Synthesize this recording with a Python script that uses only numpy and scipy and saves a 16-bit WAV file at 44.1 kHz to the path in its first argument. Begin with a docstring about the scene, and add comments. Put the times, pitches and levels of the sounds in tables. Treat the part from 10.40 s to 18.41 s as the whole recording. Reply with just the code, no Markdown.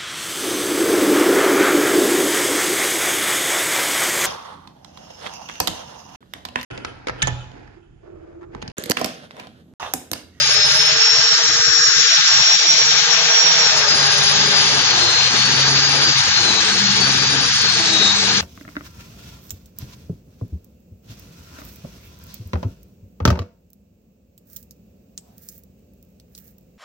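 """In an open workshop a hand-held angle grinder sands a wooden door panel.
The motor runs up to speed, its fan blades whining past the vents, then sags each time the disc is leant on the wood.
Under load the meshing gears sing and the panel resonates with the wobbling disc; the pad flaps and the panel rumbles.
Grit scrapes as coloured noise that pulses once a disc turn, the cooling air hisses, and mains hum sounds in the panel.
"""
import sys
import numpy as np
from scipy import signal
from scipy.fft import rfft, irfft, next_fast_len
from scipy.io import wavfile
from scipy.ndimage import uniform_filter1d

SR = 44100
rng = np.random.default_rng(int(sys.argv[2]) if len(sys.argv) > 2 else 0)


def master(y):
    """Save y as 16-bit WAV."""
    cut = np.clip(np.atleast_2d(y).T, -1, 1)
    pcm = np.round(cut * 32767)  # scale
    wavfile.write(sys.argv[1], SR, pcm.astype(np.int16))


N = 353241
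TIME = np.arange(N) / SR  # s
BLADES, PINION_TEETH, CROWN_TEETH, MAINS_HZ = 12, 13, 37, 50
FLAT_DB, PAD_SHARE = -28, 0.71  # scuffing with the disc flat, dB of pad and disc tone per dB of scuffing

# How broadly the disc lies on the wood, least at the panel's far corner.
# Each row: time in seconds, scuffing level in dB.
CONTACT_LEVEL = [(0, -31.5), (1.1, -32.5), (1.5, -35.5), (1.8, -31), (2.3, -31), (3.4, -27), (4.6, -27.5),
                 (6.3, -29.5), (8, -29.5)]


def gain_of(db):
    """Level law: converts decibels to an amplitude ratio."""
    return np.exp(np.asarray(db) * (np.log(10) / 20))


def evened(x):
    """Energy normalization: scales a signal to rms 1."""
    return x / np.sqrt(np.mean(x ** 2) + 1e-20)


def curves(rows):
    """Linear interpolation: the columns of a timed table, one value a sample."""
    seconds, *columns = np.transpose(rows)
    return [np.interp(TIME, seconds, column) for column in columns]


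def read(points, hz):
    """Spectral interpolation: reads a table of frequencies on a log-frequency axis."""
    f, value = np.transpose(points)
    return np.interp(np.log(hz + 1), np.log(f + 1), value)


def wander(rate_hz):
    """Low-pass random process: slow motion of rms 1, up to about the given rate."""
    size, coarse_rate = 16384, 2000  # samples, samples per second
    hz = np.fft.rfftfreq(size, 1 / coarse_rate)
    rolloff = 1 + (hz / rate_hz) ** 4
    slow = irfft(rfft(rng.standard_normal(size)) / rolloff)
    return evened(np.interp(TIME, np.arange(size) / coarse_rate, slow))


def broken(rate_hz, bias):
    """Random intermittency: switches softly between 0 and 1, on for longer at a higher bias."""
    return .5 + .5 * np.tanh(3 * (wander(rate_hz) + bias))


def tone(turns, scatter, width_hz, lag=0):
    """Multipath interference: a line of rms 1, direct sound plus reflections that shift as the tool moves."""
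    angle = (2 * np.pi * (turns - np.floor(turns))).astype(np.float32)
    in_phase, across = wander(width_hz), wander(width_hz)
    reflected = (in_phase * np.cos(angle) - across * np.sin(angle)) / np.sqrt(2)
    direct = np.cos(angle - np.float32(lag))  # lag in radians
    return evened(direct + scatter * reflected)


def stack(turns, orders, scatter, width_hz):
    """Harmonic series: rough lines on whole multiples of one rotation."""
    return sum(gain_of(db) * tone(round(k) * turns, scatter, width_hz) for k, db in orders)


def noise(colour, lag_s=0.00012):
    """Partial coherence: coloured noise at two microphones, reaching the left one first."""
    # Each row: frequency in Hz, left minus right level in dB.
    balance = [(100, 1.33), (400, 2.86), (900, 6), (1700, 4.44), (3000, 5.29), (3800, 6.39), (4600, 3.7),
               (5400, 1.17), (6100, 0.14), (6600, -2), (7500, -4)]
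    # Each row: frequency in Hz, likeness of the two sides from 0 to 1.
    likeness = [(100, 0.63), (600, 0.43), (1600, 0.37), (2300, 0.23), (4500, 0.43), (6500, 0.57),
                (7500, 0.037)]
    size = next_fast_len(N, True)
    hz = np.fft.rfftfreq(size, 1 / SR)
    left, other = rfft(rng.standard_normal((2, size)))
    same = np.clip(read(likeness, hz), 0, 1)
    delay = np.exp(-2j * np.pi * hz * lag_s)
    right = (same * left + np.sqrt(1 - same ** 2) * other) * delay
    lean = gain_of(read(balance, hz) / 2)
    spectrum = np.array([left * lean, right / lean]) * gain_of(read(colour, hz))
    return evened(irfft(spectrum, size)[:, :N])


def shifting(x, depth_db, width_hz, length_s):
    """Moving reflections off the panel: patches of the hiss brighten and dull as the tool moves."""
    z = signal.stft(x, nperseg=512)[2]
    patches = rng.standard_normal(z.shape[1:])
    spans = [width_hz * 512 / SR, length_s * SR / 256]  # in bins and frames
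    for axis, span in enumerate(spans):
        keep = np.exp(-1 / span)
        for _ in range(2):  # smooth twice
            patches = signal.lfilter([1 - keep], [1, -keep], patches, axis)
    return evened(signal.istft(z * gain_of(depth_db * evened(patches)), nperseg=512)[1][:, :N])


def motor_speed(pressure):
    """Rotational inertia: turns per second follow late to a settling speed that pressure lowers."""
    start_hz, free_hz = 414.6, 468.7  # turns per second at first and running free
    sag_hz, inertia_s = 200, .513  # settling speed lost at pressure 1, time constant
    keep = np.exp(-1 / (inertia_s * SR))
    settling = free_hz - sag_hz * pressure
    return start_hz + signal.lfilter([1 - keep], [1, -keep], settling - start_hz)


def fan_whine(rotor, whine_db, lags):
    """Blade-passing tone: blades cross the vents, and the whine swells as the vents swing past."""
    fade_db, fade_hz = 2, 22  # depth and pace of chance fading
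    on_axis_db = -12.5  # ceiling: the vents face a microphone squarely
    level_db = np.array([side_db + fade_db * np.tanh(wander(fade_hz)) for side_db in whine_db])
    whine = np.array([tone(BLADES * rotor, scatter=.4, width_hz=18, lag=lag) for lag in lags])
    return gain_of(np.minimum(level_db, on_axis_db)) * whine


def fan_octave(rotor, speed):
    """Second blade-passing harmonic: a fitful octave, lost at the highest speeds."""
    # Each row: frequency of the octave in Hz, level in dB.
    octave_colour = [(7500, -39), (9000, -37), (10450, -35), (10650, -40), (10800, -89)]
    level = gain_of(read(octave_colour, 2 * BLADES * speed))
    return level * broken(rate_hz=9, bias=.5) * tone(2 * BLADES * rotor, scatter=1, width_hz=60)


def whistle(speed):
    """Fixed-frequency line: a thin, steady high whistle sounds briefly during the run-up."""
    whistle_hz, whistle_db = 10990, -36
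    at_hz, range_hz = 443, 5  # the moment is timed by the speed curve, in turns per second
    near = np.exp(-np.minimum(abs(speed - at_hz) / range_hz, 3) ** 4)
    rising = np.gradient(speed) > 0
    return gain_of(whistle_db) * near * rising * tone(whistle_hz * TIME, scatter=2, width_hz=60)


def gears(rotor, disc, speed, load, lags):
    """Gear meshing: tooth contacts make a tone with fainter companions, throbbing once a disc turn."""
    # The gear tone sings under heavy load. Each row: time in seconds, level in dB.
    mesh_level = [(0, -42), (3.29, -42), (3.44, -28), (3.7, -40), (4.12, -40), (4.25, -27), (4.5, -26),
                  (4.75, -30), (5.2, -36), (5.7, -34), (6.05, -27), (6.2, -28), (6.3, -22), (6.42, -36),
                  (7.0, -37), (7.3, -25), (7.5, -21.5), (7.72, -23), (8, -33)]
    # Lines of an uneven pinion. Each row: multiple of the rotor speed, level against the gear tone in dB.
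    sidebands = [(14, -7), (15, -14)]
    # The housing colours those lines as they glide. Each row: frequency in Hz, gain in dB.
    housing = [(4350, 1.5), (4700, -6), (5000, 2), (5300, 1.5), (5600, -8.5)]
    # Shrill lines that come and go under heavy load. Each row: multiple of the rotor speed, level in dB.
    strain_orders = [(25, -39), (26, -36)]
    mesh_db, = curves(mesh_level)
    throb = evened(1 + .3 * np.cos(2 * np.pi * disc))
    heavy = np.clip(4 * load - 2.6, 0, 1)
    sides = []
    for lag in lags:
        singing = tone(PINION_TEETH * rotor, scatter=.7, width_hz=14, lag=lag)
        for k, db in sidebands:
            line = tone(k * rotor, scatter=1.3, width_hz=22, lag=lag)
            singing = singing + gain_of(db + read(housing, k * speed)) * line
        strain = 0
        for k, db in strain_orders:
            line = tone(k * rotor, scatter=3, width_hz=80)
            strain = strain + gain_of(db) * broken(rate_hz=12, bias=0) * line
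        sides.append(gain_of(mesh_db) * throb * singing + heavy * strain)
    return np.array(sides) * gain_of([[0], [-3.5]])  # left, right


def rotor_drone(rotor, load):
    """Rotating unbalance: rotor harmonics, with a buzz where heavy mains current pulses the drone."""
    # Each row: multiple of the rotor speed, relative level in dB.
    rotor_orders = [(1, 5.5), (2, -1.5), (3, -1), (4, 0.5)]
    # Each row: time in seconds, level of the drone in dB before a fixed trim.
    drone_level = [(0, -47.5), (.6, -43.5), (1.6, -44), (1.88, -59), (2.1, -49), (2.6, -44.5),
                   (4.25, -41.5), (4.4, -58), (4.62, -36), (4.88, -55), (5.1, -47.5), (5.5, -45),
                   (5.88, -57), (6.05, -38), (6.3, -49), (6.5, -49), (6.8, -51), (7.08, -71), (7.4, -40.5),
                   (7.65, -39.5), (7.8, -50), (8, -58)]
    buzz_db = -37  # at full load
    drone_db, = curves(drone_level)
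    # the current's pulsing puts a rough line above the drone
    buzz_line = tone(rotor + 2 * MAINS_HZ * TIME, scatter=1.5, width_hz=22)
    unbalance = gain_of(drone_db - 1.0) * stack(rotor, rotor_orders, scatter=0.59, width_hz=26)
    return unbalance + gain_of(buzz_db) * load ** 3 * buzz_line


def panel_boom(disc, disc_hz, pressure, load):
    """Forced resonance: the panel booms when the wobbling disc's turning rate meets its own frequency."""
    # Overtones of the disc beating on the wood. Each row: multiple of the disc speed, relative level in dB.
    disc_orders = [(2, -7.5), (3, -12)]
    panel_hz, panel_width_hz = 138.2, 9.5
    boom_db, boom_press_db = -17.5, -20.5  # level, and its change per unit of pressure
    beating_db = 3  # gain of the overtones at full load
    resonance = 1 / (1 + (2 * (disc_hz - panel_hz) / panel_width_hz) ** 2)
    boom = load * gain_of(boom_db + boom_press_db * pressure) * resonance
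    beating = load * gain_of(beating_db) * stack(disc, disc_orders, scatter=0.94, width_hz=23)
    return boom * (tone(disc, scatter=0.032, width_hz=8.5) + beating)


def disc_tones(disc, spurts):
    """Rotational harmonics: rough tones at once and twice the disc speed, the upper breaking in at random."""
    once_db = -43  # level of the tone at the disc speed, with the disc flat
    twice_db = -43  # level of the broken tone at twice the disc speed
    scuff_db, = curves(CONTACT_LEVEL)
    once_level = gain_of(once_db + PAD_SHARE * (scuff_db - FLAT_DB))
    once = spurts * once_level * tone(disc, scatter=1.2, width_hz=22)
    twice = gain_of(twice_db) * broken(rate_hz=14, bias=-.7) * tone(2 * disc, scatter=1, width_hz=20)
    return once + twice


def pad_flap(disc, disc_hz, load):
    """Periodic excitation: the backing pad flaps four times a turn, less under load."""
    # Each row: flapping frequency in Hz, gain in dB.
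    flap_colour = [(430, -9), (480, 6.5), (520, -10), (585, 1), (620, 4), (660, -2)]
    pad_flaps = 4  # per turn
    flap_db, flap_load_db = -38.5, -14.5  # level with the disc flat, its change at full load
    scuff_db, = curves(CONTACT_LEVEL)
    level_db = flap_db + PAD_SHARE * (scuff_db - FLAT_DB) + flap_load_db * load ** 2
    level_db = level_db + read(flap_colour, pad_flaps * disc_hz)
    return gain_of(level_db) * tone(pad_flaps * disc, scatter=1.8, width_hz=19.7)


def flutter(depth_db, gap_db):
    """Random amplitude modulation: bass in quick spurts while the scuffing is weak, with brief dips."""
    # Each row: middle of a dip in seconds, its length in seconds.
    bass_gaps = [(.66, 0.11), (.9, 0.038), (0.999, 0.062), (1.73, 0.077), (1.885, 0.047)]
    flutter_below_db = -31.5  # scuffing level below which the bass flutters
    scuff_db, = curves(CONTACT_LEVEL)
    depth = depth_db * np.clip((flutter_below_db - scuff_db) / 2, 0, 1)
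    bursts = np.tanh(2.5 * wander(rate_hz=14) + 1.3) - .72
    gaps = 0
    for middle, length in bass_gaps:
        gaps = gaps + np.exp(-np.minimum(abs(2 * (TIME - middle) / length), 3) ** 4)
    return gain_of(depth * bursts + gap_db * gaps)


def panel_rumble(load, spurts):
    """Random excitation: the bouncing pad stirs the panel, whose upper resonance speaks under load."""
    # Rumble all but stops while the pad runs smoothly.
    # Each row: time in seconds, level in dB before the trims below.
    rumble_level = [(0, -37), (.85, -39), (1.25, -37), (1.75, -47), (1.98, -35), (2.2, -62), (2.45, -40),
                    (2.8, -50), (3.45, -37.5), (6, -34.5), (8, -36.5)]
    # Each row: frequency in Hz, relative level in dB.
    rumble_colour = [(20, -21), (45, -8), (90, 3.5), (140, 7.5), (190, -5.5), (240, -36), (400, -86.5)]
    # Each row: frequency in Hz, relative level in dB.
    knock_colour = [(120, -25), (220, 0.5), (280, -2), (360, -3.5), (450, -1), (700, -67)]
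    knock_flicker_db = 9  # how unevenly the pad knocks
    level_db, = curves(rumble_level)
    rumble = gain_of(level_db - 2.0 + 1.4 * wander(rate_hz=83)) * spurts * noise(rumble_colour)
    pressed_db = 12.9 * np.minimum(load * 3, 1)
    flicker_db = knock_flicker_db * np.tanh(wander(rate_hz=6.0))
    knock = gain_of(level_db - 18.0 + pressed_db + flicker_db) * noise(knock_colour)
    return rumble + knock


def grit(disc):
    """Abrasive friction: scuff, rasp and hiss of the grit, scraping hardest once a disc turn."""
    # Each row: time in seconds, level of the rasp in dB before a fixed trim.
    rasp_level = [(0, -26.5), (.25, -22), (1.05, -21.5), (1.25, -20.5), (1.95, -19.5), (2.3, -29),
                  (2.6, -21.5), (7.2, -22.5), (8, -23.5)]
    # Each row: time in seconds, level of the hiss in dB.
    hiss_level = [(0, -17.5), (.35, -17), (.5, -17.5), (1, -19), (1.45, -20.5), (1.8, -17), (2.15, -17),
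                  (2.4, -17), (2.7, -16), (3.5, -17), (4.4, -16), (5.2, -17), (5.7, -16.5), (6.4, -18),
                  (7.2, -18), (8, -18.5)]
    # Colours of the three noises. Each row: frequency in Hz, relative level in dB.
    scuff_colour = [(280, -26.5), (390, 1.5), (470, 7.5), (560, 6.5), (660, 7), (850, 12.5), (1020, 8.5),
                    (1250, 11.5), (1900, -59.5)]
    rasp_colour = [(500, -63.5), (1050, -5), (1250, 5.5), (1420, 8), (1600, 12.5), (1800, 8), (2000, 5.5),
                   (2300, -28.5), (3500, -42), (9000, -62.5)]
    hiss_colour = [(500, -64), (1300, -20.5), (2000, 0), (2400, 1.5), (3100, 2), (3600, 4.5), (4500, 4.5),
                   (5200, 0), (6200, 0.5), (7500, -37), (9000, -100.5)]
    (scuff_db,), (rasp_db,), (hiss_db,) = curves(CONTACT_LEVEL), curves(rasp_level), curves(hiss_level)
    bite = evened(1 + 0.021 * tone(disc, scatter=0.78, width_hz=15))
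    scuff = gain_of(scuff_db + 1.04 * wander(rate_hz=16.0)) * noise(scuff_colour)
    rasp = gain_of(rasp_db - 3.0 + 1.1 * wander(rate_hz=17)) * noise(rasp_colour)
    patchy = shifting(noise(hiss_colour), depth_db=1.0, width_hz=125, length_s=0.054)
    hiss = gain_of(hiss_db + 0.78 * wander(rate_hz=21)) * patchy
    return bite * (scuff + rasp + hiss)


def cooling_air(slowing):
    """Turbulent flow: air and brushes hiss, less as the fan slows, pulsing at twice the mains frequency."""
    # Each row: frequency in Hz, relative level in dB.
    air_colour = [(1500, -59.5), (4000, -3), (4700, 2), (5300, 6), (5900, 0.5), (6500, 3.5), (7100, -2.5),
                  (7600, -12.5), (8100, -35.5), (11000, -69)]
    # Each row: time in seconds, gain of the air in dB.
    air_aim = [(0, -0.64), (1, -0.12), (1.75, 1.9), (2.4, -1.3), (4, -0.75), (5, -0.73), (7, -0.37),
               (8, -2)]
    air_db, air_load_db = -18, -3  # base level, and its change at the slowest speed
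    aim_db, = curves(air_aim)
    pulse = 1 + 0.051 * np.sin(2 * np.pi * 2 * MAINS_HZ * TIME)
    rush = shifting(noise(air_colour), depth_db=1.04, width_hz=140, length_s=0.08)
    level_db = air_db + aim_db + air_load_db * np.sqrt(slowing) + 1.25 * wander(rate_hz=33)
    return gain_of(level_db) * pulse * rush


def mains_hum():
    """Magnetic force at twice the mains frequency: a hum with an octave, passed on by the panel."""
    # Each row: multiple of twice the mains frequency, relative level in dB.
    hum_orders = [(1, -18), (2, 0.5)]
    # Each row: time in seconds, level in dB before a fixed trim.
    hum_level = [(0, -79), (1.5, -87.5), (2.1, -55), (3.3, -52.5), (4.1, -39), (4.6, -57), (5.0, -37),
                 (5.7, -54.5), (6.45, -29.5), (7.0, -45), (7.6, -36.5), (8, -32)]
    hum_db, = curves(hum_level)
    return gain_of(hum_db + 1.0) * stack(2 * MAINS_HZ * TIME, hum_orders, scatter=0.54, width_hz=30)


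def scene():
    """Kinematic coupling: hand pressure sets one shaft speed, which drives the fan, gears and disc."""
    # The hand leans four times and eases off in between.
    # Each row: time in seconds, pressure beyond the tool's own weight with 1 a hard lean.
    hand_pressure = [(0.0, 0.0), (1.61, -0.005), (3.17, 0.008), (3.38, 0.787), (3.54, 0.606), (3.6, 0.261),
                     (4.1, 0.326), (4.52, 1.01), (4.93, 0.23), (5.51, 0.258), (5.98, 1.082), (6.21, 0.861),
                     (6.32, 0.145), (6.77, 0.295), (7.04, 0.529), (7.33, 1.077), (7.64, 0.932),
                     (7.89, -0.093), (8.0, 0.413)]
    # The whine at each microphone, before chance fading and its ceiling, as the vents swing past.
    # Each row: time in seconds, level in dB.
    whine_left = [(0.0, -17.0), (0.07, -20.5), (0.16, -13.0), (0.32, -21.0), (0.35, -28.0), (0.4, -13.0),
                  (0.53, -21.5), (0.56, -28.0), (0.66, -11.5), (0.9, -15.5), (0.97, -30.5), (1.02, -19.5),
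                  (1.12, -14.5), (1.19, -22.5), (1.28, -10.5), (1.8, -17.5), (1.82, -31.0), (1.92, -15.5),
                  (2.12, -12.5), (2.18, -21.0), (2.26, -13.5), (2.45, -16.5), (2.54, -17.5), (2.64, -18.5),
                  (2.66, -37.0), (2.71, -14.5), (3.08, -21.5), (3.11, -27.5), (3.22, -15.5), (3.45, -25.0),
                  (3.49, -17.0), (3.77, -23.0), (3.8, -36.5), (3.87, -13.5), (3.96, -28.0), (4.19, -15.5),
                  (4.28, -25.0), (4.32, -35.0), (4.41, -20.0), (4.85, -19.5), (4.94, -26.0), (5.04, -16.0),
                  (5.08, -21.5), (5.7, -18.0), (5.89, -29.0), (6.0, -17.0), (6.2, -19.0), (6.23, -38.0),
                  (6.29, -21.5), (6.34, -27.5), (6.47, -20.0), (6.53, -26.0), (6.62, -15.5), (6.72, -29.0),
                  (6.79, -21.5), (7.03, -21.0), (7.11, -32.0), (7.24, -19.0), (7.3, -17.0), (7.4, -30.5),
                  (7.6, -13.5), (7.71, -13.0), (7.78, -32.0), (7.84, -22.0), (7.98, -21.5), (8.0, -41.0)]
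    whine_right = [(0.0, -19.5), (0.19, -23.5), (0.24, -16.5), (0.41, -17.5), (0.45, -25.0), (0.49, -10.0),
                   (0.53, -27.5), (0.57, -11.0), (0.65, -11.5), (0.71, -20.5), (0.76, -10.5), (0.82, -20.5),
                   (0.92, -8.0), (0.98, -21.0), (1.08, -23.5), (1.22, -14.0), (1.35, -24.0), (1.45, -10.0),
                   (1.65, -29.0), (1.72, -15.0), (1.8, -19.0), (1.84, -30.5), (1.88, -8.0), (1.94, -19.0),
                   (2.01, -14.5), (2.19, -12.5), (2.21, -23.0), (2.31, -11.0), (2.37, -30.5), (2.39, -17.5),
                   (2.5, -18.5), (2.59, -31.5), (2.82, -27.5), (2.99, -11.5), (3.27, -16.5), (3.36, -24.0),
                   (3.7, -19.0), (3.74, -28.5), (4.02, -19.5), (4.25, -26.0), (4.46, -23.0), (4.54, -29.5),
                   (4.82, -22.5), (4.9, -28.5), (5.06, -24.5), (5.46, -19.5), (5.58, -36.5), (5.64, -16.5),
                   (5.68, -16.0), (5.75, -35.0), (5.77, -28.0), (6.0, -23.5), (6.32, -44.0), (6.36, -26.5),
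                   (6.6, -31.5), (6.66, -22.5), (6.74, -41.5), (6.84, -23.5), (7.09, -31.0), (7.26, -19.0),
                   (7.3, -36.0), (7.35, -27.0), (7.55, -32.0), (7.6, -23.0), (7.91, -29.5), (8.0, -36.0)]
    facing_db = -17  # whine level above which the direct sound outweighs its reflections
    pressure, = curves(hand_pressure)
    speed = motor_speed(pressure)
    # load is the speed lost to the wood; slowing also counts the run-up (both 0-1)
    sag = np.maximum(motor_speed(np.zeros(N)) - speed, 0)
    load = sag / sag.max()
    slowing = (speed.max() - speed) / np.ptp(speed)
    rotor = np.cumsum(speed) / SR  # turns
    gearing = PINION_TEETH / CROWN_TEETH
    disc, disc_hz = rotor * gearing, speed * gearing
    spurts = flutter(depth_db=8.5, gap_db=-30)
    # reflections swirl the high tones between the microphones, except while the direct whine is strong
    whine_db = curves(whine_left) + curves(whine_right)
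    facing = np.clip((whine_db[0] - facing_db) / 4, 0, 1)
    swirl = (1 - facing) * (1.1 + 1.0 * wander(rate_hz=7))
    lags = (0, .7 + swirl)  # left, right, in radians
    shrill = (fan_octave(rotor, speed) + whistle(speed)) * gain_of([[0], [-14]])
    low = rotor_drone(rotor, load) + panel_boom(disc, disc_hz, pressure, load)
    low = low + disc_tones(disc, spurts) + pad_flap(disc, disc_hz, load) + mains_hum()
    return (fan_whine(rotor, whine_db, lags) + shrill + gears(rotor, disc, speed, load, lags)
            + low * gain_of([[1.2], [-1.3]])
            + panel_rumble(load, spurts) + grit(disc) + cooling_air(slowing))


def gate(x):
    """Noise gating: each band is turned down while weak, leaving the low mids hollow and patchy."""
    # Each row: frequency in Hz, threshold in dB.
    thresholds = [(40, -54), (130, -52), (300, -50.5), (580, -46.5), (750, -46.5), (1050, -46.5),
                  (1500, -63.5), (2500, -79)]
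    depth_db, knee_db = -20, 1.5  # how far and how abruptly the gate shuts
    hz, _, z = signal.stft(x, SR, nperseg=1024, noverlap=768)
    power = (abs(z) ** 2).mean(0)
    for axis in (0, 1):  # smooth over neighbouring bins, then frames
        power = uniform_filter1d(power, size=3, axis=axis)
    under_db = read(thresholds, hz)[:, None] - 10 * np.log10(abs(power) + 1e-14)
    shut = .5 + .5 * np.tanh(under_db / knee_db)
    return signal.istft(z * gain_of(depth_db * shut), SR, nperseg=1024, noverlap=768)[1][:, :N]


def record(dry):
    """Gating, clipping and band-limiting: the gate acts, the peaks are clipped, the top is cut."""
    edge_hz = 11170
    held = np.clip(gate(dry), -.97, .97)
    lowpass = signal.firwin(511, edge_hz, window=("kaiser", 9), fs=SR)
    return signal.oaconvolve(held, lowpass[None], "same")


dry = scene()
out = record(dry)
master(out)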